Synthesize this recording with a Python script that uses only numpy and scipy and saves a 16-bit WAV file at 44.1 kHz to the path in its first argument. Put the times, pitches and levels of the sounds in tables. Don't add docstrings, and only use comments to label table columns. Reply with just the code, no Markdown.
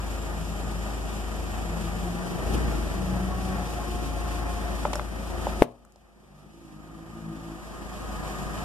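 import sys
import numpy as np
from scipy import signal
from scipy.fft import rfft, irfft, next_fast_len
from scipy.io import wavfile
from scipy.ndimage import uniform_filter1d, minimum_filter1d, map_coordinates

SR = 44100
rng = np.random.default_rng(int(sys.argv[2]) if len(sys.argv) > 2 else 0)


def wav_record(signal):
    frames = np.transpose(np.atleast_2d(signal))
    bounded = np.clip(frames, -1, 1)
    quanta = np.round(bounded * 32767).astype(np.int16)
    wavfile.write(sys.argv[1], SR, quanta)


N = 381024
TIME_S = np.arange(N) / SR


def amp(db):
    return 10 ** (np.asarray(db) / 20)


def along(points, hz):
    f, v = np.transpose(points)
    return np.interp(np.log(hz + 1), np.log(f + 1), v)


def curve(points):
    return np.interp(TIME_S, *np.transpose(points))


def swell(start, end, attack, release):
    return np.clip(np.minimum(1 + (TIME_S - start) / attack, 1 - (TIME_S - end) / release), 0, 1)


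def fade(t, t60):
    return np.exp(-np.log(1000) * t / t60)


def mode(t, hz, db, t60):
    return amp(db) * fade(t, t60) * np.sin(2 * np.pi * hz * t)


def angle(hz):
    return 2 * np.pi * np.cumsum(hz) / SR


def wobble(rate_hz):
    knots = rng.standard_normal(int(N * rate_hz / SR) + 4)
    steps = np.arange(8 * (len(knots) - 1)) / 8
    return np.interp(TIME_S * rate_hz, steps, map_coordinates(knots, [steps]))


def tone(phase, rough, rate_hz):
    shared = wobble(rate_hz) + 1j * wobble(rate_hz)
    own = np.array([wobble(rate_hz) + 1j * wobble(rate_hz) for _ in range(2)])
    waver = 1 + rough * (shared + 0.5 * own)
    return np.real(waver * np.exp(1j * phase)) * np.sqrt(2 / (1 + 2 * rough ** 2))


def narrow(hz, width_hz):
    return tone(angle(np.full(N, hz)), rough=11, rate_hz=width_hz)


def filtered(x, response):
    size = next_fast_len(x.shape[-1] + SR // 4)
    return irfft(rfft(x, size) * response(np.fft.rfftfreq(size, 1 / SR)), size)[..., :x.shape[-1]]


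def noise(spectrum, size):
    x = filtered(rng.standard_normal((2, size)), lambda hz: amp(along(spectrum, hz)))
    return x / np.sqrt(np.mean(x ** 2) + 1e-20)


def pan(left_db):
    return amp(np.array([[.5], [-.5]]) * left_db)


def add(track, at_s, sound):
    track[:, round(at_s * SR):][:, :sound.shape[-1]] += sound


# (frequency [Hz], correlation [clipped to -1..1])
PORT_CORRELATION = [(60, 0.59), (130, -0.084), (300, 0.071), (550, 0.58), (1080, 1), (1450, -0.024),
                    (2080, -1.078), (2550, -0.1), (3150, 1), (4150, -1), (5200, 0.78), (6200, -0.68),
                    (7300, 0.27), (9000, -0.016)]


def rush(spectrum):
    def mid_side_gains(hz):
        turn = np.arccos(np.clip(along(PORT_CORRELATION, hz), -1, 1)) / 2
        return np.array([np.cos(turn), np.sin(turn)])
    band_limited = list(spectrum) + [(2 * spectrum[-1][0], -120)]
    mid, side = filtered(noise(band_limited, N), mid_side_gains)
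    return np.array([mid + side, mid - side]) / np.std(mid)


# (time [s], left minus right [dB])
CAR_PAN = [(0, 3), (5.5, 3.5), (6.7, 0), (7.5, 1.5), (8.6, 2)]


def passing(share):
    return pan(share * curve(CAR_PAN))


# (frequency [Hz], t60 [s])
CARPORT_DECAY = [(100, 0.41), (300, 0.29), (800, 0.37), (2500, 0.24), (10000, 0.16)]


def carport(x):
    hz, t, bins = signal.stft(rng.standard_normal((2, SR * 3 // 4)), SR, nperseg=256)
    tail = signal.istft(bins * fade(t, along(CARPORT_DECAY, hz)[:, None]), SR, nperseg=256)[1]
    tail = tail + 0.28 * tail[::-1]
    tail = np.pad(tail / np.linalg.norm(tail[0]), ((0, 0), (SR // 400, 0)))
    return signal.fftconvolve(x, tail, axes=1)[:, :N]


def standing_waves(x, ripple_db=2.3, spacing_hz=28, drift_s=1.6, flatten_hz=3500):
    hz, t, bins = signal.stft(x, SR, nperseg=4096)
    knots = rng.standard_normal((int(hz[-1] / spacing_hz) + 3, int(t[-1] / drift_s) + 3))
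    ripple = map_coordinates(knots, np.meshgrid(hz / spacing_hz, t / drift_s, indexing="ij"))
    depth_db = ripple_db / np.sqrt(1 + (hz[:, None] / flatten_hz) ** 2)
    gain = amp(depth_db * ripple)
    gain /= np.sqrt(uniform_filter1d(gain ** 2, size=17, axis=0))
    return signal.istft(bins * gain, SR, nperseg=4096)[1][:, :N]


# (time [s], load [0-1])
ENGINE_LOAD = [(1.2, 0.01), (2.25, 0.27), (2.54, 0.86), (2.9, 0.48), (3.6, 0.29), (5.5, 0.3), (6.8, 0.44),
               (8.1, 0.16)]
# (frequency [Hz], relative density [dB])
RUMBLE_SPECTRUM = [(25, -18.5), (60, -1.5), (95, -6.5), (125, 0), (200, 0.5), (250, -5.5), (350, -3),
                   (480, -13), (800, -31)]
FAN_SPECTRUM = [(280, -14), (470, 0), (570, 0), (740, 2.5), (1000, -5), (1250, -2.5), (1500, -7.5),
                (1900, -5), (2400, -18), (3500, -40.5)]
HISS_SPECTRUM = [(1500, -28), (2400, 6.5), (3100, 2.5), (3700, 1), (5100, -0.5), (6600, -1), (8000, -3),
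                 (10500, -4), (14100, -10.5), (14500, -56.5)]
OPEN_FAN_SPECTRUM = [(750, -36), (1020, 4.5), (1400, -6), (1750, -0.5), (2150, -22)]


def engine_bay(shaft):
    load, throb = curve(ENGINE_LOAD), np.cos(shaft)
    rasp_db = 5.5 * np.exp(-((TIME_S - 2.545) / 0.018) ** 2)
    rumble_db = -42.5 + 11 * load + 0.44 * rasp_db + 1.8 * throb + 0.68 * wobble(11)
    rumble = amp(rumble_db) * rush(RUMBLE_SPECTRUM) * passing(0.24)
    fan_db = -41.5 + 5 * load + 0.85 * throb + 1.04 * wobble(14)
    fan = amp(fan_db) * rush(FAN_SPECTRUM) * passing(0.44)
    air = rush(HISS_SPECTRUM) + amp(-12.5) * narrow(hz=3054, width_hz=220)
    hiss_db = -49.5 + 3 * load + rasp_db + 0.81 * throb + 0.94 * wobble(20)
    hiss = amp(hiss_db) * air * passing(0.21)
    open_fan = amp(-47.5) * swell(7.33, N / SR, 0.99, 0.99) * rush(OPEN_FAN_SPECTRUM)
    return standing_waves(rumble + fan + open_fan + hiss)


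# (start [s], end [s], whistle [dB], sizzle [dB])
WHISTLE_SPELLS = [(0, 1.996, -69, -59.5), (6.7, 8.64, -47.5, -62.5)]


def whistles(fade_s=0.37, flutter_db=2):
    whistle = narrow(hz=1220, width_hz=90)
    sizzle = narrow(hz=7420, width_hz=480) * amp(flutter_db * wobble(28))
    return sum(swell(start, end, fade_s, fade_s) * (amp(whistle_db) * whistle + amp(sizzle_db) * sizzle)
               for start, end, whistle_db, sizzle_db in WHISTLE_SPELLS)


# (order [x pump rate], approaching [dB], wheel past [dB])
PUMP_LINES = [(2, -48.5, -49.5), (7, -59, -54.5), (12, -59, -52)]


def pump(shaft, belt_ratio=3.885, pull_end_s=4.88, fade_s=0.58, pull_db=-6.5):
    pulling = swell(2.9, pull_end_s, fade_s, fade_s)
    passed = swell(pull_end_s + fade_s, N / SR, fade_s, fade_s)
    hum = sum(amp(before + (after - before) * passed) * tone(k * belt_ratio * shaft, .4, rate_hz=12)
              for k, before, after in PUMP_LINES)
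    return amp(pull_db * pulling) * hum


def alternator(shaft, fade_s=0.45):
    singing = swell(3.32, 4.53, fade_s, fade_s)
    lower = tone(26 * shaft, rough=.6, rate_hz=38)
    upper = tone(39 * shaft, rough=.9, rate_hz=34)
    return amp(-58.5) * lower + singing * (amp(-46) * lower + amp(-48.5) * upper)


# (time [s], firing rate [Hz])
FIRING_RATE = [(2.08, 26.5), (2.33, 23.97), (2.62, 29.55), (2.87, 24.87), (3.06, 27.17), (3.47, 28.96),
               (3.68, 27.52), (4.3, 27.49), (5.5, 27.06), (6.1, 26.47), (6.6, 26.87), (7.7, 26.17),
               (8.05, 26.85), (8.3, 26.03)]


def firing_phase():
    return angle(curve(FIRING_RATE))


# (time [s], level [dB])
BOOM_LEVEL = [(0.3, -33.5), (2.05, -33), (2.28, -44.5), (2.42, -36.5), (2.51, -27.5), (2.76, -30.5),
              (2.9, -33.5), (3.2, -31), (3.7, -34.5), (4.3, -31.5), (5.5, -34), (6, -39), (7.98, -38.5),
              (8.12, -35.5), (8.5, -40.5)]
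# (order [x firing rate], level re boom [dB])
EXHAUST_ORDERS = [(3, -9.5), (4, -19.5), (5, -24), (6, -21), (8, -17.5), (10, -18.5), (11, -22),
                  (13, -18.5)]


def engine(shaft):
    boom = tone(2 * shaft, rough=0.046, rate_hz=8.3)
    skew_rad = .5 * np.array([[1], [-1]])
    orders = sum(amp(db) * tone(k * shaft + skew_rad + rng.uniform(0, 2 * np.pi), 0.24, rate_hz=4)
                 for k, db in EXHAUST_ORDERS)
    exhaust = amp(curve(BOOM_LEVEL)) * (boom + orders)
    return (exhaust + pump(shaft)) * passing(1) + alternator(shaft)


# (frequency [Hz], relative level [dB], t60 [s])
BODY_MODES = [(79.4, -4, 0.15), (119, -1, .1), (205, -5, .05)]


def shudder(shaft, level_db=-32.5, scatter_db=4):
    out, t = np.zeros((2, N)), np.arange(SR // 4) / SR
    firings = np.flatnonzero(np.diff(shaft // (2 * np.pi)))
    strength = swell(2.48, 2.6, attack=.05, release=.55)
    offsets_db = scatter_db * rng.standard_normal((len(firings), len(BODY_MODES)))
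    for at, offsets in zip(firings, offsets_db):
        if strength[at] > 0:
            thud = sum(mode(t, hz, db + offset, t60) for (hz, db, t60), offset in zip(BODY_MODES, offsets))
            add(out, at / SR, strength[at] * thud)
    return amp(level_db) * out * passing(1)


# (start [s], end [s], first slip rate [Hz], last slip rate [Hz], final level of main partial [dB],
#  middle re main [dB], upper re main [dB])
BRAKE_DRAGS = [(0.406, 0.786, 56.2, 58.1, -42, -25, -30), (1.74, 2.314, 56.57, 59.8, -36.5, -25, -13.5),
               (3.061, 3.263, 62, 63.3, -32.5, -30, -27), (3.446, 3.63, 63.2, 61.9, -36, -13, -14),
               (6.342, 6.45, 49.76, 50.06, -36.5, -2, -12), (6.6, 6.751, 55.94, 51.4, -38, -1, 0),
               (6.899, 7.023, 53.63, 55, -33.5, -13, -3), (7.176, 7.32, 55.38, 53.9, -31, -2, -6.5),
               (7.435, 7.521, 54.4, 55.2, -33, -8, -2.5), (8.241, 8.6, 49.46, 48.8, -45.5, -20, -21)]
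# (order [x slip rate], relative level [dB])
GROAN_PARTIALS = [(5, -4), (6, 1.5)]


def brakes(growth_db_per_s=4, jitter=.008):
    glide, main_gain, middle_gain, upper_gain = [], 0, 0, 0
    for start, end, first_hz, last_hz, db, middle_db, upper_db in BRAKE_DRAGS:
        level_db = db + growth_db_per_s * np.minimum(TIME_S - end, 0)
        gain = amp(level_db) * swell(start, end, attack=0.18, release=0.075)
        main_gain += gain
        middle_gain += amp(middle_db) * gain
        upper_gain += amp(upper_db) * gain
        glide += [(start, first_hz), (end, last_hz)]
    slip = angle(curve(glide) * (1 + jitter * wobble(22)))
    partial = lambda k: tone(k * slip, rough=.26, rate_hz=30)
    low, main, middle = partial(2), partial(3), partial(4)
    upper = sum(amp(db) * partial(k) for k, db in GROAN_PARTIALS)
    return (main_gain * (main + amp(-9.5) * low) + middle_gain * middle + upper_gain * upper) * passing(1)


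def cap(at_s=4.9558):
    out, t = np.zeros((2, N)), np.arange(SR // 10) / SR
    add(out, at_s, mode(t, hz=5400, db=-29.5, t60=0.02))
    return out


# (frequency [Hz], relative level [dB], t60 [s])
CARTON_MODES = [(597, -11, 0.093), (855, -13.5, .03), (1210, -15, 0.014)]


def knock(t, hz, cycles, ring_db):
    u = t * hz / cycles
    flip = u ** 2 * np.exp(2 - 2 * u) * np.sin(2 * np.pi * hz * t)
    body = sum(mode(t, f, db + rng.normal(0, 1.5), t60) for f, db, t60 in CARTON_MODES)
    return flip + amp(ring_db) * body


# (time [s], knock [dB], knock pitch [Hz], ring re knock [dB], crack [dB], crack centre [Hz])
CREASE_SNAPS = [(4.8513, -22, 1139, 0, -34, 1800), (4.8534, -13, 920, 0.5, -29, 1784),
                (4.9319, -18.5, 905, -4, -24.5, 6000), (4.9353, -35, 1100, -8, -23.5, 2750),
                (4.9553, -24, 1300, 4, -24.5, 6200), (4.9955, -20, 1050, -1, -24, 1800),
                (5.469, -14, 740, -2.5, -35, 2000), (5.85, -22, 1194, -6, -25, 7920),
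                (5.9215, -36, 1000, -6, -24, 6500), (5.9590, -20, 690, -6, -26, 6000)]
# (frequency [x crack centre], relative density [dB])
CRACK_SPECTRUM = [(.2, -22), (.75, -6.5), (1, -1), (1.4, -6.5), (2.1, -15.5), (4.5, -56)]


def creases():
    out, t = np.zeros((2, N)), np.arange(SR // 4) / SR
    envelope = (fade(t, 0.011) + 0.06 * fade(t, 0.06)) * (1 - np.exp(-t / 0.00046))
    for at_s, knock_db, hz, ring_db, crack_db, crack_hz in CREASE_SNAPS:
        colour = [(k * crack_hz, db) for k, db in CRACK_SPECTRUM]
        crack = noise(colour, len(t)) * envelope
        hollow = knock(t, hz, cycles=.8, ring_db=ring_db)
        add(out, at_s, amp(knock_db) * hollow + amp(crack_db) * crack)
    return out


# (frequency [Hz], level re pop [dB], t60 [s])
UNDERSIDE_MODES = [(122, -43, .42), (160, -38.5, .16), (243, -41.5, 0.5), (550, -48, 0.47),
                   (690, -47, 0.43)]


def underside():
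    t = np.arange(SR) / SR
    return sum(mode(t, hz, db, t60) for hz, db, t60 in UNDERSIDE_MODES)


# (frequency [Hz], relative density [dB])
RIP_SPECTRUM = [(1000, -6), (2500, 0), (4000, -12), (14000, -15), (17000, -35)]
SPURT_SPECTRUM = [(150, -10.5), (500, 7.5), (1200, -4), (2500, -7), (5000, -17), (11000, -17.5),
                  (15500, -28.5)]


def burst(at_s=5.6222, pop_db=26.5, width_s=.00035, snap_s=.00007):
    out, t = np.zeros((2, N)), np.arange(SR // 4) / SR
    since_s = TIME_S - at_s - width_s
    push_pull = lambda u: -u * np.exp((1 - u ** 2) / 2)
    blast = push_pull(since_s / width_s) + amp(-16.5) * push_pull(since_s / snap_s)
    blast = filtered(blast, lambda hz: hz / np.hypot(hz, 120))
    ring = amp(-22) * knock(t, hz=690, cycles=1.5, ring_db=-4)
    rip = amp(-15.5) * noise(RIP_SPECTRUM, len(t)) * fade(t, .005)
    spurt = amp(-26) * noise(SPURT_SPECTRUM, len(t)) * fade(t, 0.074) * (1 - np.exp(-t / 0.0013))
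    add(out, at_s, ring + rip + spurt)
    add(out, at_s, underside())
    return amp(pop_db) * (out + blast) * pan(4.2)


def scene():
    shaft = firing_phase()
    car = engine(shaft) + engine_bay(shaft) + whistles() + brakes() + shudder(shaft)
    dip_db = -4 * swell(5.09, 5.09, attack=0.21, release=0.36)
    carton = creases() + cap() + burst()
    return car * amp(dip_db) + carton + amp(-21.5) * carport(carton)


def gain_control(x, ceiling_db, hold_s, release_db_per_s):
    pressure = np.abs(uniform_filter1d(x.mean(axis=0), size=SR // 2500))
    over_db = np.maximum(20 * np.log10(pressure + 1e-9) - ceiling_db, 0)
    half_hold = round(hold_s * SR / 2)
    held_db = -minimum_filter1d(-over_db, size=2 * half_hold + 1, origin=half_hold)
    climb_db = release_db_per_s * TIME_S
    cut_db = np.maximum.accumulate(held_db + climb_db) - climb_db
    gain_db = minimum_filter1d(-cut_db, size=SR // 800)
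    return x * amp(uniform_filter1d(gain_db, size=SR // 2000))


def record(dry):
    top_hz, rolloff_hz = 15650, 700
    held = gain_control(dry, ceiling_db=0.14, hold_s=0.35, release_db_per_s=10.5)
    return filtered(np.clip(held, -1, 1), lambda hz: np.clip((top_hz - hz) / rolloff_hz, 0, 1))


dry = scene()
out = record(dry)
wav_record(out)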